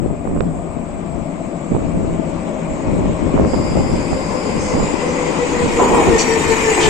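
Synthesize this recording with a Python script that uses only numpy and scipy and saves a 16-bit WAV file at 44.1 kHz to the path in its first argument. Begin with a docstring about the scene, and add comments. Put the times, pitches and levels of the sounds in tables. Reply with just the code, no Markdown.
"""First a low tunnel roar and thumps of wind, then a metro train brakes into a vaulted station.
The roar is shaped noise that grows and brightens; motor and gear whines are wandering tones that sink.
Rolling, hiss and singing rails are bands of noise; a rail joint, scrapes and rubbing brakes join late.
Loudness follows the train's distance. The air it pushes ahead buffets two microphone ports:
noise in gusts, with short packets for single eddies."""
import sys
import numpy as np
from scipy import signal
from scipy.fft import rfft, irfft
from scipy.io import wavfile
from scipy.ndimage import uniform_filter1d, minimum_filter1d

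SR = 44100
rng = np.random.default_rng(int(sys.argv[2]) if len(sys.argv) > 2 else 0)


def store_pcm(level_fs):
    """Save levels as 16-bit WAV."""
    pcm = np.round(np.clip(level_fs, -1, 1) * 32767).astype(np.int16)
    wavfile.write(sys.argv[1], SR, np.atleast_2d(pcm).T)


N = 303849

# time frames and frequency steps used to shape moving noise
SIZE, HOP = 1024, 256
HZ = np.fft.rfftfreq(SIZE, 1 / SR)
T = np.arange(N // HOP + 5)[:, None] * HOP / SR

# steady station air, colour: [f/Hz, relative level/dB per Hz]
AIR_COLOUR = [(3000, -36), (6400, -18), (7300, 12), (7850, 16.5), (8400, 8.5), (9000, -44), (10500, -49),
              (12600, -22.5), (15000, -35)]
AIR_DB = -47

# gusts pushed out of the tunnel: [t/s, length/s, left strength/dB, right strength/dB]
GUSTS = [(0.019, 0.12, -18, -25.5), (0.291, 0.12, -22, -15), (0.447, 0.033, -16.5, -24),
         (0.54, 0.058, -35, -29), (0.753, 0.028, -20, -38), (1.722, 0.028, -20, -14.5),
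         (1.81, 0.085, -19.5, -26), (1.95, 0.18, -21, -20.5), (2.879, 0.14, -14.5, -16.5),
         (3.041, 0.057, -21, -21), (3.212, 0.052, -13.5, -21), (3.355, 0.081, -11, -13),
         (3.54, 0.2, -16, -18.5), (3.771, 0.025, -10.5, -14.5), (3.908, 0.058, -18.5, -17),
         (4.106, 0.025, -35, -20), (4.56, 0.13, -23.5, -22), (4.747, 0.049, -21, -11.5),
         (5.644, 0.019, -19, -15), (5.902, 0.053, -36, -15.5), (6.076, 0.035, -13, -16.5),
         (6.455, 0.073, -18, -28), (6.863, .05, -16, -17)]
GUST_RISE_S, GUST_SAG_DB_PER_S, GUST_FALL_DB_PER_S = 0.028, 15.5, 110
# draught between gusts (left, right): strength, change as the train nears; then the random swell
DRAUGHT_DB, DRAUGHT_GROWTH_DB, DRAUGHT_SWELL_DB = (-29, -36), (-4.5, 5.5), 4.5
# strongest single eddies on a port: [t/s, level/dB, corner f/Hz, port (0 left, 1 right)]
BUFFETS = [(.062, -8, 340, 0), (.111, -10.5, 270, 0), (.254, -15, 550, 0), (.275, -14, 600, 1),
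           (.364, -15, 600, 1), (.408, -6.5, 493, 1), (1.721, -9.5, 300, 1), (1.751, -16, 900, 1),
           (1.766, -8.5, 624, 1), (1.794, -18, 650, 1), (1.855, -13, 240, 0), (1.946, -17, 240, 0),
           (2.008, -14, 260, 0), (2.198, -8.5, 270, 0), (2.885, -13, 420, 0), (3.342, -6, 400, 0),
           (3.367, -14, 1000, 1), (3.378, -9.5, 900, 1), (3.388, -12, 750, 1), (3.398, -6, 600, 1),
           (3.411, -24, 1200, 1), (3.421, -19, 950, 0), (3.449, -9, 850, 0), (3.536, -6, 790, 1),
           (3.541, -6.5, 650, 1), (3.545, -13, 850, 1), (3.601, -11, 320, 0), (3.758, -1, 450, 0),
           (3.809, -15, 380, 0), (3.938, -6.5, 340, 0), (4.132, -10, 484, 1), (4.777, -11, 450, 1),
           (4.799, -11, 650, 1), (4.803, -9, 650, 1), (4.941, -8, 330, 0), (5.66, -4, 544, 1)]
BUFFET_CYCLES = 2.56  # length in cycles of the corner: a small eddy is brighter and shorter
# ringing of the hollow behind a port: [f/Hz, width/Hz, gain/dB]
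PORT_RING = (1060, 450, 2.8)

# one dry tick by the right port: [t/s, level/dB]
TICK = (.4065, -5.5)
# ringing of the tapped casing: [f/Hz, relative level/dB, time to fall 60 dB/s]
TICK_MODES = [(1420, 3, 0.0058), (2450, -6, 0.0068), (3540, -11, 0.006), (5570, -19, .006)]

# speed of the braking train, as the pitch of its motors: [t/s, whine f/Hz]
WHINE = [(0, 602), (1, 587), (2, 570), (3, 545), (4.1, 520), (5, 500), (5.75, 476), (6.3, 451), (6.89, 434)]
WHINE_HZ_PER_M_S = 40
DEEP_M = 65.5  # from this far off the train has only the dull colour of the tunnel
MOUTH_M, MOUTH_FADE_M = 12, 5.8  # tunnel mouth, and depth behind it over which top treble is lost
# growth of each sound as the train comes:
# [base level at the platform/dB, distance within which growth levels off/m, tunnel loss/dB per m]
ROAR_REACH = (-17, 106, 0.068)
ROLL_REACH = (-20.5, 11, 0.087)
HISS_REACH = (-27.5, 10.4, 0.14)
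MOTOR_REACH = (-19.8, 12.6, .03)

# tunnel roar with the train far and near, colour: [f/Hz, relative level/dB per Hz]
ROAR_FAR = [(20, -14.5), (120, -13.5), (170, -11.5), (205, 1.5), (280, 1), (430, -10.5), (620, -10),
            (800, -13), (1050, -15), (1500, -28.5), (2500, -39.5), (6000, -68), (12000, -93)]
ROAR_NEAR = [(20, -2), (120, -5.5), (170, -24), (210, 1.5), (310, 5.5), (480, 3), (640, -9), (800, -2.5),
             (1030, 0.5), (1300, -15.5), (1700, -16), (3000, -33.5), (12000, -91)]
# low drone of the tunnel: [f/Hz, width/Hz, left level/dB]
DRONE = (166, 19, -28.5)

# bands in which the rails sing: [f/Hz, width/Hz, relative level/dB]
RAIL_MODES = [(4930, 440, -1), (7330, 340, -3.5), (9490, 540, -15.5), (12100, 550, -34.5)]
# the singing is faint until its start, rises quickly, holds, and fades slowly
SING_START_S, SING_RISE_S, SING_HOLD_S, SING_DB, SING_FADE_DB_PER_S = 3.41, 0.13, 1.34, -38, 10

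# a second whine, from the gears, that the tunnel carries far
GEAR_MULTIPLE, GEAR_WIDTH_HZ = 1.143, 44
# its loudness: [t/s, left level/dB]
GEAR_LEVEL = [(0, -34), (1.9, -31), (2.8, -30), (4.4, -30.5), (5.5, -31.5), (6.2, -38)]
# tones of the motors: [multiple of the whine, relative level/dB, right port against left/dB]
MOTOR_ORDERS = [(1, 3, -4.5), (2.03, -6.5, -9.5), (4.03, -7, -11.5)]
# the whine throbs, as motors at slightly different speeds do: time between swells, moment of one
THROB_S, THROB_AT_S = 0.179, 6.325
CLEAR_SHARE = .72  # share of the whine's power that comes straight, not as echoes, when nearest

# wheels rolling on steel, colour: [f/Hz, relative level/dB per Hz]
ROLLING = [(300, -10.5), (1200, -0.5), (1680, -5.5), (2050, 2.5), (2400, 2), (2800, -3.5), (3500, -9.5),
           (4200, -12.5), (5500, -15), (8500, -45.5), (10500, -82.5), (15000, -50.5)]
# hiss that runs ahead in the rails, colour: [f/Hz, relative level/dB per Hz]
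HISS = [(3000, -24.5), (5500, -11), (6400, -3.5), (6950, 3.5), (7450, 3), (8100, 1), (9000, -6.5),
        (10300, -27), (12200, -17), (15000, -34)]
# wheel ringing: [f/Hz, width/Hz, relative level/dB]
WHEEL_MODES = [(1410, 25, -17), (1820, 14, -11), (1900, 18, -13.5), (2140, 35, -6.5), (2472, 29, 1),
               (2820, 25, -19.5), (3200, 30, -22), (5750, 25, -16)]

# axles dropping over a rail joint: [t/s, boom level/dB, boom time to fall 60 dB/s, ring level/dB]
AXLES = [(5.8, -11.5, 1.3, -13), (5.948, -13.5, 1.3, -17.5), (6.785, -16.5, 0.95, -22)]
# boom of the bogie (wheel frame), colour: [f/Hz, relative level/dB per Hz]
BOGIE_BOOM = [(60, -24), (200, -17), (300, -1), (400, 3.5), (620, -7), (800, -3), (1000, -3), (1200, -12.5),
              (1600, -23), (3000, -48), (12000, -69)]
# ringing of the struck bogie: [f/Hz, relative level/dB, time to fall 60 dB/s]
BOGIE_MODES = [(250.3, 3, 0.27), (321, -1, 0.45), (397, -4, 0.56), (820, -3.5, 0.39), (958, -1, 0.33),
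               (990, 2, 0.21)]
RING_RISE_CYCLES = 4.5  # counted in cycles, so the low modes take longer to build up

# wheel flanges (rims) scraping the rail: [t/s, level/dB, centre f/Hz, width/octaves, length/s]
SCRAPES = [(2.692, -43, 7370, 0.024, 0.064), (4.573, -35.5, 6300, 0.32, 0.16),
           (4.762, -34, 7300, 0.057, 0.15), (5.786, -31, 7150, 0.096, 0.042),
           (5.94, -37, 8300, 0.12, 0.032), (6.237, -33, 5650, 0.017, 0.1), (6.25, -39, 4570, 0.04, .08),
           (6.799, -22, 3000, 0.41, 0.064), (6.8, -29, 5030, 0.35, 0.064)]
# one hard screech of a flange: [t/s, level/dB, length/s]
SCREECH = (6.178, -23.5, 0.044)
# bands that it rings: [centre f/Hz, width/octaves, relative level/dB]
SCREECH_BANDS = [(2700, 0.44, -2), (4550, .13, -3), (5900, 0.058, -0.5), (6650, 0.04, -2.5),
                 (7300, 0.085, -2), (8800, 0.13, -15.5)]
SCRAPE_TOP_HZ = 9000  # scrapes and screech fall off steeply above this

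# brakes bite and keep rubbing: [start t/s, rise/s, base level/dB, swell/dB per s]
BRAKE = (6.5, 0.6, -23, 1.5)
# their rubbing, colour: [f/Hz, relative level/dB per Hz]
BRAKE_RUB = [(1500, -21.5), (2000, 5), (2450, 4), (3000, -8), (4200, -14), (5700, -10), (6300, -6),
             (7400, -1), (8500, -2.5), (9400, -14), (10500, -38), (15000, -52.5)]
# squeals in it: [f/Hz, width/Hz, relative level/dB]
BRAKE_MODES = [(4850, 25, -15.5), (6100, 25, -13.5), (6470, 20, -13), (6700, 22, -12.5), (7160, 25, -13),
               (7570, 25, -5.5)]

EDGE_HZ = 15300  # top of the final sound


def gain_of(db):
    """Turns decibels into amplitude."""
    return 10 ** (np.asarray(db) / 20)


def evened(x, axis=None):
    """Scales to an rms (average strength) of 1."""
    return x / np.sqrt(np.mean(abs(x) ** 2, axis, keepdims=True) + 1e-20)


def read(points, hz=HZ):
    """Reads a spectrum, joining its points straight on a log-frequency axis."""
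    f, value = np.transpose(points)
    return np.interp(np.log(hz + 1), np.log(f + 1), value)


def curves(rows):
    """Reads each column of a table at the frame times."""
    s, *columns = np.transpose(rows)
    return [np.interp(T, s, c) for c in columns]


def per_sample(value):
    """Joins frame values up to the sample rate."""
    return np.interp(np.arange(N) / SR, T[:, 0], np.ravel(value + 0 * T))


def peak(hz, width_hz):
    """A bell-shaped band."""
    return np.exp(-1.4 * ((HZ - hz) / width_hz) ** 2)


def lumps(count, size):
    """Smooth chance, rms 1, in lumps of about size points."""
    smooth = uniform_filter1d(rng.standard_normal(count), size)
    return evened(uniform_filter1d(smooth, size * 2 // 3))


def patches(size=(8, 10)):
    """Smooth chance over time and frequency, rms 1."""
    field = rng.standard_normal((len(T), len(HZ)))
    return evened(uniform_filter1d(uniform_filter1d(field, size[0], 0), size[1], 1))


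def add(mix, s, sound):
    """Adds a stereo sound at time s."""
    part = mix[:, round(s * SR):][:, :sound.shape[1]]
    part += sound[:, :part.shape[1]]


def noise(shape, level_db, right_db=0., likeness=0., left_lag_s=0.):
    """Stereo noise with a moving spectrum; level_db is the rms level on the left."""
    a, b, c, d = rng.standard_normal((4, len(T), len(HZ)))
    same, left = np.clip(likeness, -1, 1), a + 1j * b
    right = same * left + np.sqrt(1 - same ** 2) * (c + 1j * d)
    right = right * gain_of(right_db) * np.exp(2j * np.pi * HZ * left_lag_s)
    z = np.array([left, right]) * evened(shape, axis=-1) * gain_of(level_db)
    z = z.swapaxes(1, 2) * np.sqrt(3 / SIZE)
    return signal.istft(z, nperseg=SIZE, noverlap=SIZE - HOP)[1][:, :N]


def smeared_tone(hz, width_hz, level_db, right_db, likeness, direct=0):
    """A tone by many paths: apart from its direct share, height and phase wander at each port."""
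    offset_hz = np.fft.fftfreq(len(T), HOP / SR)
    a, b = rng.standard_normal((2, 2, len(T)))
    spread = (a + 1j * b) / (1 + (1.58 * offset_hz / width_hz) ** 2)
    left, other = evened(np.fft.ifft(spread), axis=-1)
    same, direct = np.clip(likeness, -1, 1), np.clip(np.ravel(direct), 0, 1)
    echoes = np.array([left, same * left + np.sqrt(1 - same ** 2) * other])
    ports = np.sqrt(direct) + np.sqrt(1 - direct) * echoes
    turn = np.sqrt(2) * np.exp(2j * np.pi * np.cumsum(per_sample(hz)) / SR)
    return np.array([(turn * per_sample(port[:, None] * gain_of(level_db + db))).real
                     for port, db in zip(ports, (0, right_db))])


def distance_m():
    """The way the train still has to roll to the microphone; its speed goes with the whine."""
    speed = curves(WHINE)[0] / WHINE_HZ_PER_M_S
    return np.cumsum(speed[::-1], axis=0)[::-1] * HOP / SR


def nearness():
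    """0 deep in the tunnel, 1 at the platform."""
    return np.clip(1 - distance_m() / DEEP_M, 0, 1)


def approach(platform_db, reach_m, loss_db_per_m):
    """Level in dB of a sound on the train: it spreads with distance and the tunnel absorbs it."""
    way = distance_m()
    return platform_db - 10 * np.log10(1 + (way / reach_m) ** 2) - loss_db_per_m * way


def shifting_modes(x, depth_db, full_hz=5000, size=2048):
    """Close by, echoes no longer smooth the sound: narrow peaks and valleys come and go."""
    hz, t, z = signal.stft(x, SR, nperseg=size, noverlap=size * 3 // 4)
    field = uniform_filter1d(rng.standard_normal(z.shape[1:]), size=2, axis=0)
    field = evened(uniform_filter1d(field, size=10, axis=1))
    near = np.interp(t, T[:, 0], nearness()[:, 0])
    depth = depth_db * near ** 2 * np.minimum(hz / full_hz, 1)[:, None]
    gain = gain_of(depth * np.minimum(field, 1.5))
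    gain /= np.sqrt(uniform_filter1d(gain ** 2, size=40, axis=0))  # keeps the broad colour
    return signal.istft(z * gain, nperseg=size, noverlap=size * 3 // 4)[1][:, :N]


def station_air():
    """A thin steady hiss, mostly on the left."""
    return noise(gain_of(read(AIR_COLOUR)), AIR_DB + 2.14 * patches(size=(10, 20)), -6.0, 0.74)


def tick(left_db=-22):
    """A small tap rings the casing next to the right port."""
    s, db = TICK
    t = np.maximum(np.arange(N) / SR - s, 0)
    ring = sum(gain_of(db + mode_db - 60 * t / t60) * np.sin(2 * np.pi * hz * t)
               for hz, mode_db, t60 in TICK_MODES)
    return gain_of([[left_db], [0]]) * ring * (1 - np.exp(-t / 0.00036))


def eddy_colour(hz, corner_hz, steepness=2.74):
    """Turbulence on a port: flat to a corner, then falling; the microphone thins its deep bass."""
    bass_points = [(8, -22.0), (25, 4.0), (50, -1.0), (80, 0.5), (120, -7.0), (160, 1.5), (300, 1.5)]
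    return gain_of(read(bass_points, hz)) / np.sqrt(1 + (hz / corner_hz) ** (2 * steepness))


def wind_strength(port):
    """Strength in dB at one port: a wandering draught, and gusts that rise fast, sag and die away."""
    swell = uniform_filter1d(rng.standard_normal(T.shape), size=24, axis=0)
    swell = evened(uniform_filter1d(swell, size=16, axis=0))
    draught_db = DRAUGHT_DB[port] + DRAUGHT_GROWTH_DB[port] * nearness() + DRAUGHT_SWELL_DB * swell
    power = gain_of(draught_db) ** 2
    for s, length, *port_db in GUSTS:
        age = T - s
        sag_db = GUST_SAG_DB_PER_S * np.maximum(age, 0)
        fall_db = GUST_FALL_DB_PER_S * np.maximum(age - length, 0)
        rise = np.clip(1 + age / GUST_RISE_S, 0, 1)
        power = power + (rise * gain_of(port_db[port] - (sag_db + fall_db))) ** 2
    return 10 * np.log10(power)


def small_eddies(level_db, corner_hz, per_s=40, relative_db=-8.5, spread_db=7, steepness=3.36):
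    """Small eddies patter on a port at random, as hard as the wind blows."""
    hits = rng.random(N) < per_s / SR
    kicks = hits * rng.choice([-1, 1], N) * gain_of(spread_db * rng.random(N))
    colour = eddy_colour(np.fft.rfftfreq(N, 1 / SR), corner_hz, steepness)
    patter = irfft(rfft(kicks) * colour, N)
    return evened(patter) * per_sample(gain_of(level_db + relative_db))


def wind(corner_hz=260, lumpy_db=2.0, patter_hz=(380, 600)):
    """Each port has its own turbulence; a stronger gust makes smaller eddies and sounds brighter."""
    ports = []
    for port in range(2):
        level_db = wind_strength(port)
        colour = eddy_colour(HZ, corner_hz * 2 ** ((level_db + 17.5) / 18))
        flow = noise(colour, level_db - 0.8)[0] * gain_of(lumpy_db * lumps(count=N, size=600))
        ports.append(flow + small_eddies(level_db, patter_hz[port]))
    return np.array(ports)


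def burst(s, db, length, colour, slap=1.1, size=4096):
    """Short turbulence with a sharp slap at its centre, at time s, with rms db over its length."""
    t = (np.arange(size) - size // 2) / SR
    kicks = rng.standard_normal(size) * np.exp(-(1.42 * t / length) ** 2)
    kicks[size // 2] += rng.choice([-1, 1]) * slap * np.sqrt(length * SR)
    packet = irfft(rfft(kicks) * colour(np.fft.rfftfreq(size, 1 / SR)))
    packet *= gain_of(db) * np.sqrt(length * SR) / np.linalg.norm(packet)
    return np.interp(np.arange(N) / SR, s + t, packet, 0, 0)


def buffets(steepness=2.97):
    """Single eddies thump one port or the other; the small hard ones also ring it with a clack."""
    out, (ring_hz, ring_width, ring_db) = np.zeros((2, N)), PORT_RING
    ring = lambda hz: gain_of(ring_db / (1 + ((hz - ring_hz) / ring_width) ** 2))
    for s, db, corner_hz, port in BUFFETS:
        colour = lambda hz: eddy_colour(hz, corner_hz, steepness) * ring(hz)
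        out[int(port > .5)] += burst(s, db, BUFFET_CYCLES / corner_hz, colour)
    return out


def roar():
    """The tunnel pipes the rumble ahead and drones; the upper part opens as the train nears the mouth."""
    near = nearness()
    colour_db = (1 - near) * read(ROAR_FAR) + near * read(ROAR_NEAR)
    right_points = [(60, -6), (170, -8.0), (400, -11.0), (650, -3.5), (1000, -11.0), (1500, -3)]
    right_db = read(right_points) + 2.1 * near
    likeness = read([(60, 0.36), (150, 0.63), (300, 0.9), (640, 0.63), (1400, 0.2)])
    level_db = approach(*ROAR_REACH) + 1.0 * patches(size=(10, 12))
    rumble = noise(gain_of(colour_db), level_db, right_db, likeness, 0.00017)
    return rumble + smeared_tone(*DRONE, -7.0, 1.0)


def rails():
    """The rails sing in a few wide bands ahead of the train."""
    bands = sum(gain_of(db) * peak(hz, width) for hz, width, db in RAIL_MODES)
    shimmer_db = 0.9 * patches(size=(8, 10)) + 1.3 * patches(size=(16, 2))
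    age = T - SING_START_S
    rise_db = 20 * np.log10(np.clip(age / SING_RISE_S, .02, 1))
    fade_db = SING_FADE_DB_PER_S * np.maximum(age - SING_HOLD_S, 0)
    return noise(bands, SING_DB + rise_db - fade_db + shimmer_db, -1.2, 0.24)


def gears():
    """A whine above the motors' own comes only as echoes, and sinks with the same speed."""
    gear_hz = GEAR_MULTIPLE * curves(WHINE)[0]
    return smeared_tone(gear_hz, GEAR_WIDTH_HZ, curves(GEAR_LEVEL)[0], -7.5, 0.42)


def motors(far_width_hz=50, throb_db=5.5):
    """The whine sinks as the train brakes; echoes smear it, and it clears and throbs on coming out."""
    hz, near = curves(WHINE)[0], nearness()
    throb = np.cos(2 * np.pi * (T - THROB_AT_S) / THROB_S)
    level_db = approach(*MOTOR_REACH) + throb_db * near ** 2 * throb
    direct = CLEAR_SHARE * near ** 2
    out = 0
    for k, db, right_db in MOTOR_ORDERS:
        tone_db = level_db + db - 3 * (k - 1) * (1 - near)  # far off, the higher tones are weaker
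        out = out + smeared_tone(k * hz, far_width_hz * np.sqrt(k), tone_db, right_db, 0.21 / k, direct / k)
    return out


def wheels(ringing_db=-14, absorbed_db=12, ring_loss_db_per_khz=5, grit_db=1.1, ragged_db=7):
    """Rough steel rolls on steel: gritty noise, ringing wheel discs, and a spitting hiss."""
    near, rolling_db = nearness(), approach(*ROLL_REACH)
    # distance takes the top treble
    depth = np.clip((distance_m() - MOUTH_M) / MOUTH_FADE_M, 0, 1)
    tunnel_db = -absorbed_db * depth * np.clip((HZ - 8500) / 2000, 0, 1)
    # countless high modes of wheel and rail come and go
    fine_db = 2.2 * patches(size=(16, 2)) * np.clip(HZ / 4000, 0, 1)
    rolling_colour = gain_of(read(ROLLING) + tunnel_db + fine_db)
    rolling = noise(rolling_colour, rolling_db + 1.43 * patches(size=(9, 16)), -4.0, 0.055)
    ringing = 0
    for hz, width, db in WHEEL_MODES:
        far_loss_db = ring_loss_db_per_khz * hz / 1000 * (1 - near)
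        mode_db = rolling_db + ringing_db + db - far_loss_db
        ringing = ringing + smeared_tone(hz, width, mode_db, 0.77, 0.27)
    right_db = read([(6000, 5.5), (7500, 0.0), (8600, -8.5), (11000, -5.5)])
    spitting_db = 2.3 * patches(size=(5, 16))
    hiss_colour = gain_of(read(HISS) + tunnel_db + fine_db)
    hiss = noise(hiss_colour, approach(*HISS_REACH) + spitting_db, right_db, 0.48)
    grit = gain_of(grit_db * per_sample(near ** 4) * lumps(count=N, size=220))
    return shifting_modes(rolling + hiss, ragged_db) * grit + ringing


def joint(rise_s=0.014, rattle_db=-1.2, ring_right_db=-1, size=32768):
    """Each axle bangs and rings the bogie, and the vault holds the boom."""
    power = 0
    for s, db, t60, _ in AXLES:
        rise = np.clip((T - s) / rise_s + 1, 0, 1)
        power = power + gain_of(db - 60 * np.maximum(T - s, 0) / t60) ** 2 * rise
    level_db = 10 * np.log10(power + 1e-12) + 2.1 * patches(size=(4, 12))
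    boom = noise(gain_of(read(BOGIE_BOOM)), level_db, -.3, 0.49)
    out, t = boom * gain_of(rattle_db * lumps(count=N, size=300)), np.arange(size) / SR
    for s, _, _, ring_db in AXLES:
        for hz, db, t60 in BOGIE_MODES:
            phase = rng.random() + rng.random((2, 1)) / 4
            envelope = (1 - np.exp(-t * hz / RING_RISE_CYCLES)) * gain_of(ring_db + db - 60 * t / t60)
            add(out, s, gain_of([[0], [ring_right_db]]) * envelope * np.sin(2 * np.pi * (hz * t + phase)))
    return out


def flanges(rise_share=0.18, release_db_per_s=420, echo_db=-15, echo_t60=0.55, modes_db=4,
            grit_db=2.0, shared=0.92, size=32768):
    """Gritty scrapes of steel bite quickly, pick out single modes, and leave a tail in the vault."""
    out, t, f = np.zeros((2, N)), np.arange(size) / SR, np.fft.rfftfreq(size, 1 / SR)
    screech_s, screech_db, screech_length = SCREECH
    screech = [(screech_s, screech_db + db, hz, octaves, screech_length)
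               for hz, octaves, db in SCREECH_BANDS]
    for s, db, hz, octaves, length in SCRAPES + screech:
        band = np.exp(-.5 * (np.log2((f + 1) / hz) / octaves) ** 2)
        band = band * gain_of(modes_db * lumps(count=len(f), size=50))
        band = band / np.sqrt(1 + (f / SCRAPE_TOP_HZ) ** 20)
        # the two ports share part of the slipping
        slip = rng.standard_normal((2, size)) + shared * rng.standard_normal(size)
        grit = gain_of(grit_db * lumps(count=size, size=150))
        scrape = evened(irfft(rfft(slip * grit) * band))
        after = np.maximum(t - length, 0)
        fade_db = np.maximum(-release_db_per_s * after, echo_db - 60 * after / echo_t60)
        add(out, s, scrape * np.minimum(t / (rise_share * length), 1) * gain_of(db + fade_db))
    return out


def brakes(grit_db=0.6, ragged_db=7):
    """Pads grind on steel: a swelling, gritty scrape with thin squeals in it."""
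    start, rise, db, swell = BRAKE
    bite_db = 20 * np.log10(np.clip((T - start) / rise, 1e-4, 1))
    level_db = db + swell * (T - start) + bite_db
    rub = noise(gain_of(read(BRAKE_RUB)), level_db + 1.8 * patches(size=(6, 14)), -3.1, 0.3)
    squeals = sum(smeared_tone(hz, width, level_db + mode_db, -1.5, 0.61)
                  for hz, width, mode_db in BRAKE_MODES)
    grit = evened(gain_of(grit_db * lumps(count=N, size=120)))
    return (shifting_modes(rub, ragged_db) + squeals) * grit


def scene():
    """The station air, the wind that the train drives, and the train itself."""
    background = station_air() + tick() + wind() + buffets()
    train = roar() + rails() + gears() + motors() + wheels() + joint() + flanges() + brakes()
    return background + train


def record(dry):
    """A fast limiter holds peaks under full scale; then the treble is cut off at the band limit."""
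    room = np.minimum(1, .97 / (abs(dry) + 1e-9))
    gain = uniform_filter1d(minimum_filter1d(room, size=301, axis=1), size=301, axis=1)
    low_pass = signal.firwin(511, EDGE_HZ, window=("kaiser", 9), fs=SR)
    return signal.oaconvolve(dry * gain, low_pass[None], "same")


dry = scene()
out = record(dry)
store_pcm(out)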